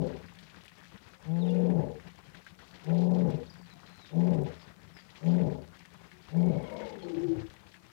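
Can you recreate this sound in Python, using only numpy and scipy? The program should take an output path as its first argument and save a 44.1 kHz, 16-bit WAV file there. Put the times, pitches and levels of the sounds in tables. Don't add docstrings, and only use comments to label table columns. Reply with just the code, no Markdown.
import sys
import numpy as np
from scipy import signal
from scipy.fft import rfft, irfft
from scipy.io import wavfile
from scipy.ndimage import uniform_filter1d

SR = 44100
rng = np.random.default_rng(int(sys.argv[2]) if len(sys.argv) > 2 else 0)


def ratio(d):
    e = np.asarray(d, float) / 20
    return 10 ** e


def int16_out(signal):
    q = np.round(np.clip(np.atleast_2d(signal).T, -1, 1) * 32767)
    wavfile.write(sys.argv[1], SR, q.astype(np.int16))


N = 349255
LEAD = SR

# (frequency [Hz], density [dB per Hz])
WASH_SPECTRUM = [(15, -64), (25, -37), (49, -6.5), (96, -2), (144, -8.5), (160, -23.5), (179, -0.5),
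                 (240, -12.5), (369, -12.5), (616, -15.5), (1760, -17.5), (4060, -27.5), (7340, -35),
                 (15600, -47)]
WASH_DB = -52.5
# (time [s], level [dB])
PATTER_LEVEL = [(0.0, -52.5), (1.17, -55.5), (1.56, -53.5), (2.16, -57.5), (2.98, -50.5), (3.46, -54.5),
                (3.68, -55), (4.39, -52), (4.63, -53), (4.76, -64.5), (5.271, -47), (5.6, -59), (6.13, -56),
                (6.64, -54), (6.79, -48.5), (7.92, -58.5)]
# (frequency [Hz], density [dB per Hz])
PATTER_SPECTRUM = [(290, -35), (500, -3.5), (610, 4), (1240, -7), (1750, 0.5), (3460, -5.5), (3990, -8.5),
                   (9930, -36), (15000, -28)]
# (time [s], peak level [dB], ring frequency [Hz])
NEAR_DROPS = [(0.388, -44, 3300), (0.5447, -39.5, 1450), (0.68, -42, 2600), (0.9606, -43.5, 1730),
              (1.1355, -40.5, 1430), (1.5628, -44.5, 2280), (1.7015, -38.5, 1790), (1.998, -41.5, 1740),
              (2.0718, -42, 1790), (2.347, -37.5, 1750), (2.4652, -35, 1710), (2.5902, -42.5, 1580),
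              (2.863, -44.5, 1850), (2.8963, -39, 1570), (3.3, -37.5, 1318), (3.557, -42, 1530),
              (4.2768, -42, 1270), (4.9675, -39.5, 1840), (4.9887, -40.5, 1890), (5.3491, -42, 1610),
              (5.4997, -42.5, 1751), (5.754, -43.5, 1530), (5.8078, -43.5, 1980), (5.852, -42.5, 1910),
              (6.1155, -39.5, 1940), (6.404, -44.5, 1330), (6.699, -39.5, 2100), (7.0843, -41, 2190),
              (7.742, -39.5, 1810),
              (0.126, -50, 635), (0.81, -48, 781), (1.204, -48, 970), (2.189, -39.5, 970),
               (3.613, -43, 931), (3.832, -39.5, 1170), (4.133, -45, 640), (5.945, -38.5, 950),
               (6.285, -40, 1070), (7.54, -42, 883)]
# (time [s], peak level [dB])
TICKS = [(0.065, -60.5), (0.386, -73), (0.411, -63.5), (0.6485, -57.5), (0.66, -56.5), (0.7823, -63),
         (1.088, -62.5), (1.5047, -60), (2.352, -66), (2.6737, -62.5), (2.8426, -56), (2.9475, -61.5),
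         (3.3037, -57), (3.6223, -64.5), (3.8945, -63), (3.971, -61.5), (4.3417, -62), (4.418, -59.5),
         (4.435, -60), (4.487, -62), (5.9379, -60.5), (6.4882, -67), (6.629, -59), (6.7216, -60.5),
         (6.739, -59.5), (7.1397, -64)]
# (start [s], length [s], first frequency [Hz], last frequency [Hz], level
# [dB])
BIRDS = [(1.379, 0.059, 4600, 3370, -66), (1.445, .035, 3300, 2480, -60.5), (1.475, .025, 3700, 3360, -59),
         (1.492, .03, 2870, 2790, -56.5), (1.555, 0.022, 3100, 2250, -59.5), (1.82, 0.073, 4400, 4130, -79),
         (2.1, .05, 4450, 4440, -78), (3.46, 0.027, 5300, 2970, -60.5), (3.466, 0.063, 6100, 5270, -73),
         (3.495, 0.019, 5380, 4270, -57), (3.52, 0.023, 5040, 4200, -66), (1.41, 0.031, 4000, 3420, -58.5),
         (3.579, 0.15, 4850, 4150, -73), (3.696, 0.041, 4080, 3870, -63), (3.85, .14, 4030, 4180, -68),
         (3.986, 0.099, 4180, 3450, -63), (4.08, 0.04, 3760, 3490, -70), (4.538, .06, 5700, 5300, -80),
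         (4.586, 0.07, 5350, 4400, -69), (4.932, 0.088, 5410, 4470, -66.5), (6.63, .07, 3370, 2760, -66),
         (6.98, .06, 3570, 2990, -64), (7.016, 0.025, 4300, 4150, -58.5)]
# (start [s], length [s], first frequency [Hz], last frequency [Hz], level [dB])
DOVES = [
    (1.129, 0.085, 524, 533, -70),
    (3.73, 0.058, 708, 687, -64),
    (6.12, 0.092, 370, 365, -67),
]
# (time [s], frequency [Hz], level [dB])
FROG = [
    (6.3, 2290, -72),
    (6.4, 2220, -62),
    (6.88, 2157, -56.5),
    (6.99, 2160, -80),
    (7.1, 2190, -79),
    (7.3, 2214, -73),
    (7.45, 2190, -65),
]
# (start [s], hold [s], release [s], note level at opening [dB], growl level at opening [dB])
ROARS = [
    (-.57, .44, 0.33, -28, -48),
    (1.225, .44, .28, -31.5, -48),
    (2.825, 0.33, 0.27, -28, -40),
    (4.095, 0.14, 0.29, -26.5, -38.5),
    (5.196, .135, .29, -25.5, -40),
    (6.291, 0.1, 0.29, -26, -42),
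]
ROUGHNESS = [(0, .75), (.22, .92), (.5, .97), (.66, 1), (1, 1)]
CLEAR_ROUGHNESS = [(0, .12), (.19, .15), (.26, .85), (.6, .95), (.72, 1), (1, 1)]
# (multiple of the note [1], level [dB])
OVERTONES = [(2, 1), (3, 3.5), (4, -5.5), (5, -1.5), (6, -16)]
# (frequency [Hz], width [Hz], level [dB])
THROAT = [(257.3, 15.4, 2.5), (370, 34.3, -3), (432.5, 40, -1.5), (500, 60, -8.5), (572.2, 32, -4),
          (635, 31, -7.5), (754.4, 35.5, -11), (837.7, 34.7, -11), (973, 58, -19)]
# (time [s], level [dB], frequency [Hz])
FLARES = [(0.052, -37, 510), (0.148, -46, 390), (0.072, -42.5, 155.8), (1.825, -49, 849), (1.917, -45, 480),
          (1.949, -49, 150.4), (1.969, -48, 452), (3.272, -42.5, 513), (3.354, -49.5, 499),
          (3.354, -36, 152), (3.418, -44, 475), (3.423, -48.5, 153), (4.394, -36, 145.9), (4.419, -39, 389),
          (4.45, -37.5, 144.5), (4.493, -48.5, 477), (6.524, -45, 526), (6.571, -32, 169)]
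# (time [s], frequency [Hz], level [dB])
WHINE = [
    (1.38, 440.6, -58),
    (1.45, 472.5, -42.5),
    (1.55, 477, -38.5),
    (1.66, 471.5, -35.5),
    (1.72, 438, -44),
    (1.76, 408, -42),
]
# (time [s], level [dB])
GROAN = [
    (6.62, -50.5),
    (6.694, -46),
    (6.818, -38.5),
    (6.85, -43.5),
    (6.964, -44.5),
    (6.998, -50),
    (7.036, -47),
    (7.378, -50),
    (7.5, -66.5),
]
# (time [s], low [Hz], middle [Hz], high [Hz])
MOUTH = [
    (6.6, 198, 633, 1040),
    (6.8, 215, 599, 912),
    (7.001, 201.4, 445, 796),
    (7.04, 185, 500, 833),
    (7.5, 90, 500, 715),
]
# (time [s], level [dB], frequency [Hz], half length [s])
THROBS = [(7.065, -42.5, 347, 0.025), (7.105, -39, 342.4, 0.013), (7.142, -36.5, 324.3, 0.018),
          (7.178, -32, 333, 0.011), (7.199, -35, 323, 0.0091), (7.214, -42, 350.6, .014),
          (7.252, -32, 351, 0.026), (7.314, -29.5, 331.7, 0.032), (7.37, -35.5, 333, 0.016),
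          (7.387, -37.5, 338.5, 0.019), (7.448, -44, 327, 0.023)]

SNAP_DB, SNAP_S = -11.5, 0.0082
CRACKLE_PER_S, CRACKLE_DB, CRACKLE_S = 45, -60, 0.0044
NOTE_PEAK, NOTE_ENDS_DB = .6, 2
WAVER_DB, WAVER_HZ = 3, 7.9
FLARE_S = 0.019
RISE_S, RISE_DB, RISE_BEND = .09, 45, 1.7
PITCH_HZ, SCOOP, SCOOP_S, SAG, SAG_S = 178.43, .22, .045, .16, .045
SCOOP_PER_HOLD = .1
STRAIN, SNAPPED, FRAYED = .16, .65, .85
BREAK_DB, NOTE_FALL_DB, NOTE_BEND = -28.5, 38, 1.18
GROWL_DB, GROWL_RISE_DB, GROWL_FALL_DB, GROWL_BEND = -38, 30, 35, 2.45
CHEST_DB, CHEST_LIFT_DB, CHEST_LEAD_S, CHEST_FALL_DB = -51, 20.5, 0.083, 12
OPEN_HZ, SHUT_HZ = 200, 105
LOW_DB, HIGH_DB, RUMBLE_DB = -8.5, -11, -25.5
SHUT_LOW_DB, SHUT_RUMBLE_DB = 18, 28.5


def evened(x):
    return x / np.sqrt(np.mean(x ** 2) + 1e-20)


def read(points, hz):
    f, value = np.transpose(points)
    return np.interp(np.log(hz + 1), np.log(f + 1), value)


def add(mix, s, sound):
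    part = mix[max(round(s * SR), 0):][:len(sound)]
    part += sound[:len(part)]


def columns(rows):
    s, *cols = np.transpose(rows)
    t = np.arange(s[0], s[-1], 1 / SR)
    edge = signal.windows.tukey(len(t), min(1, 600 / len(t)))
    return t, edge, [np.interp(t, s, c) for c in cols]


def tone(hz):
    return np.sin(2 * np.pi * np.cumsum(hz) / SR)


def decay(count, t60):
    return ratio(-60 * np.arange(count) / SR / t60)


def resonate(x, hz, width):
    turn = np.exp(2j * np.pi * np.cumsum(hz * np.ones(len(x))) / SR)
    r = np.exp(-np.pi * width / SR)
    return 2 * (turn * signal.lfilter([1 - r], [1, -r], x / turn + 1e-18)).real


def steady(x, s):
    size = round(s * SR)
    power = uniform_filter1d(uniform_filter1d(x ** 2, size), size)
    return x / np.sqrt(power + 1e-20)


def drift(count, hz):
    noise = rng.standard_normal(count + 4000)
    return evened(signal.lfilter(*signal.butter(2, hz, fs=SR), noise)[4000:])


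def wash():
    frames, hz = N // 128 + 9, np.fft.rfftfreq(512, 1 / SR)
    a, b, patches = rng.standard_normal((frames, 257, 3)).T
    patches = evened(uniform_filter1d(uniform_filter1d(patches, 10, 0), 8, 1))
    flicker = evened(uniform_filter1d(rng.standard_normal(frames), 14))
    swing_db = (2.0 * patches + 3.4 * flicker) / (1 + (hz[:, None] / 6000) ** 4)
    fine = signal.istft((a + 1j * b) * ratio(swing_db), nperseg=512, noverlap=384)[1][:N]
    tilt = ratio(read(WASH_SPECTRUM, np.fft.rfftfreq(N, 1 / SR)))
    return ratio(WASH_DB - 7.5) * evened(irfft(rfft(fine) * tilt, N))


def crackle():
    size = ratio(4.0 * np.minimum(rng.exponential(1, N), 3)) * (rng.random(N) < CRACKLE_PER_S / SR)
    spray = rng.standard_normal(N) * signal.oaconvolve(size, decay(600, CRACKLE_S))[:N]
    return ratio(CRACKLE_DB) * resonate(resonate(spray, 3000, 4200), 3000, 5200)


def splash(hz, t60):
    t = np.arange(2200) / SR
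    ring = np.sin(2 * np.pi * hz * (t - 12 * t ** 2)) * ratio(-60 * t / t60)
    ring *= 1 - np.exp(-(2.0 * t * hz) ** 2)
    spray = resonate(resonate(rng.standard_normal(len(t)), hz, 1.14 * hz), hz, 0.67 * hz)
    return ring + .5 * spray * ratio(-60 * t / 0.11) * (1 - np.exp(-(.5 * t * hz) ** 2))


def patter():
    size = ratio(3.66 * np.minimum(rng.exponential(1, N), 2.8)) * (rng.random(N) < 220 / SR)
    kind, out = rng.integers(0, 24, N), np.zeros(N)
    for k, hz in enumerate(np.geomspace(900, 6500, 24)):
        weight = np.sqrt(hz) * ratio(read(PATTER_SPECTRUM, hz))
        out += weight * signal.oaconvolve(size * (kind == k), splash(hz, 14 / hz))[:N]
    dull = signal.lfilter(*signal.butter(3, 7000, fs=SR), out)
    s, db = np.transpose(PATTER_LEVEL)
    return ratio(np.interp(np.arange(N) / SR, s, db) - 10.5) * evened(dull)


def rain():
    out = patter()
    for s, db, hz in NEAR_DROPS:
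        add(out, s, ratio(db) * splash(hz, 0.0073))
        snap = resonate(rng.standard_normal(900), 0.93 * hz, 0.9 * hz)
        add(out, s, ratio(db + SNAP_DB) * decay(900, SNAP_S) * snap)
    for s, db in TICKS:
        tick = resonate(resonate(rng.standard_normal(900), 6500, 9700), 6500, 9700)
        add(out, s, ratio(db - 5) * tick * decay(900, 0.027))
    return out


def whistle(s, length, first_hz, last_hz, top_db):
    peak_hz = first_hz + NOTE_PEAK * (last_hz - first_hz)
    t, edge, (hz, db) = columns([(s, first_hz, top_db - NOTE_ENDS_DB),
                                 (s + NOTE_PEAK * length, peak_hz, top_db),
                                 (s + length, last_hz, top_db - NOTE_ENDS_DB / 2)])
    level = ratio(db + 0.5 + 3.3 * drift(len(t), 100))
    return t[0], edge * level * tone(hz * (1 + .012 * drift(len(t), 150)))


def frog():
    t, edge, (hz, db) = columns(FROG)
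    trill = np.maximum(0.42 + np.sin(2 * np.pi * 24 * t + 1.6 * drift(len(t), 5.3)), 0)
    return t[0], edge * ratio(db - 3.0) * evened(trill) * tone(hz * (1 + 0.0171 * drift(len(t), 73)))


def whistlers():
    out = np.zeros(N)
    for s, sound in [whistle(*row) for row in BIRDS + DOVES] + [frog()]:
        add(out, s, sound)
    leaves = rng.standard_normal(6000) * decay(6000, 0.59)
    return out + ratio(-5.5) * signal.oaconvolve(out, leaves / np.linalg.norm(leaves))[:N]


def bush(voice):
    t = np.arange(2 * SR) / SR
    taps = rng.standard_normal(len(t)) * (rng.random(len(t)) < 90 / SR)
    tail = taps * (1 - np.exp(-(t / 0.32) ** 2)) * ratio(-60 * t / 3.4)
    tail = signal.lfilter(*signal.butter(3, 240, fs=SR), tail)
    tail /= abs(rfft(tail)[300:420]).mean()
    waver = ratio(-28 + WAVER_DB * drift(len(voice), WAVER_HZ))
    return waver * signal.fftconvolve(voice, tail)[:len(voice)]


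def hoarse(breath, hz, width_hz):
    return steady(resonate(resonate(breath, hz, width_hz), hz, 3.5 * width_hz), 0.084)


def groan():
    t, edge, (mid_db,) = columns(GROAN)
    s, *bands = np.transpose(MOUTH)
    low, mid, high = (np.interp(t, s, c) for c in bands)
    shut = np.clip((OPEN_HZ - low) / (OPEN_HZ - SHUT_HZ), 0, 1)
    low_db = mid_db + LOW_DB + SHUT_LOW_DB * shut
    rumble_db = mid_db + RUMBLE_DB + SHUT_RUMBLE_DB * shut
    breath = rng.standard_normal(len(t)) * ratio(2.0 * drift(len(t), 41.1))
    middle = hoarse(breath, mid, 31) + 1.04 * hoarse(breath, .84 * mid, 30) + 0.39 * hoarse(breath, 331, 32)
    sound = ratio(low_db) * hoarse(breath, low, 21) + ratio(mid_db - 4.5) * middle
    sound += ratio(mid_db + HIGH_DB) * hoarse(breath, high, 55) + ratio(rumble_db) * hoarse(breath, 82, 30)
    return t[0], edge * sound


def whine():
    t, edge, (hz, db) = columns(WHINE)
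    throb = 1 + 0.44 * tone(29 * (1 + 0.18 * drift(len(t), 8.9)))
    return t[0], edge * ratio(db + 2) * throb * tone(hz * (1 + 0.015 * drift(len(t), 25)))


def effort(start, hold, release, open_db, growl_open_db):
    t = np.arange(0, RISE_S + hold + release, 1 / SR)
    shy = np.clip(1 - t / RISE_S, 0, 1) ** RISE_BEND
    since = t - RISE_S - hold
    held, spent = np.clip(1 + since / hold, 0, 1), np.clip(since / release, 0, 1)
    slipped = np.clip(since / SAG_S, 0, 1)
    hz = PITCH_HZ * (1 - SCOOP * np.exp(-t / (SCOOP_S + SCOOP_PER_HOLD * hold)) - SAG * slipped)
    broken = STRAIN * held ** 3 + (SNAPPED - STRAIN) * slipped + (FRAYED - SNAPPED) * spent
    note_db = open_db + (BREAK_DB - open_db) * held
    note_db -= RISE_DB * shy + NOTE_FALL_DB * spent ** NOTE_BEND
    growl_db = growl_open_db + (GROWL_DB - growl_open_db) * held
    growl_db -= GROWL_RISE_DB * shy + GROWL_FALL_DB * spent ** GROWL_BEND
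    chest_db = CHEST_DB - CHEST_LIFT_DB * np.clip(-since / CHEST_LEAD_S, 0, 1) - CHEST_FALL_DB * spent ** 3
    edge = signal.windows.tukey(len(t), 600 / len(t))
    return start + t, edge, (note_db, hz, growl_db, chest_db, broken)


def roar(row, roughness):
    t, edge, (note_db, hz, growl_db, chest_db, broken) = effort(*row)
    n = len(t)
    rough = np.interp(np.arange(n) / n, *np.transpose(roughness))
    turns = np.cumsum(hz * (1 + .006 * drift(n, 22))) / SR
    beat = tone((30 - 8.2 * broken) * (1 + 0.205 * drift(n, 11.2)))
    flutter = ratio((1.5 + 4.7 * broken) * beat)
    slaps = np.diff(np.floor(turns * 2), prepend=0) * rng.standard_normal(n)
    chaos = evened(flutter * (evened(slaps) + 1.27 * rng.standard_normal(n)))

    sine = np.sqrt(2) * np.sin(2 * np.pi * turns)
    ring = steady(resonate(resonate(chaos, hz, 85), hz, 87), 0.071)
    note = np.sqrt(1 - broken) * sine + np.sqrt(broken) * ring

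    stack = evened(sum(ratio(db) * np.cos(2 * np.pi * k * turns) for k, db in OVERTONES))
    throat = np.zeros(n)
    for k, (f, width, db) in enumerate(THROAT):
        throat += (-1) ** k * ratio(db) * resonate(resonate(chaos, f, width), f, 1.74 * width)
    growl = np.sqrt(1 - rough) * stack + np.sqrt(rough) * steady(throat, 0.033)

    chest = steady(resonate(resonate(chaos, 82, 25), 74, 40), 0.021)
    return t[0], edge * (ratio(note_db) * note + ratio(growl_db) * growl + ratio(chest_db) * chest)


def lion():
    out = np.zeros(N + LEAD)
    folds = [ROUGHNESS, CLEAR_ROUGHNESS] + 4 * [ROUGHNESS]
    calls = [roar(*call) for call in zip(ROARS, folds)]
    for s, sound in calls + [whine(), groan()]:
        add(out, s + LEAD / SR, sound)
    t = np.arange(-2205, 2205) / SR
    for s, db, hz, half in [(*row, FLARE_S) for row in FLARES] + THROBS:
        burst = np.exp(-(t / half) ** 2) * np.sin(2 * np.pi * hz * (t + s))
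        add(out, s + t[0] + LEAD / SR, ratio(db + 4.0) * burst)
    return out


def scene():
    voice = lion()
    heard = (voice + bush(voice))[LEAD:] + wash() + rain() + whistlers() + crackle()
    return np.array([2 * heard, 0 * heard])


def band_limit(x):
    return signal.sosfilt(signal.butter(12, 15730, fs=SR, output="sos"), x)


def record(dry):
    hiss = ratio(np.array([[-75], [-74.5]])) * rng.standard_normal(dry.shape)
    hiss[1] += ratio(-96) * np.sin(2 * np.pi * 50 * np.arange(N) / SR)
    return band_limit(dry + hiss)


dry = scene()
out = record(dry)
int16_out(out)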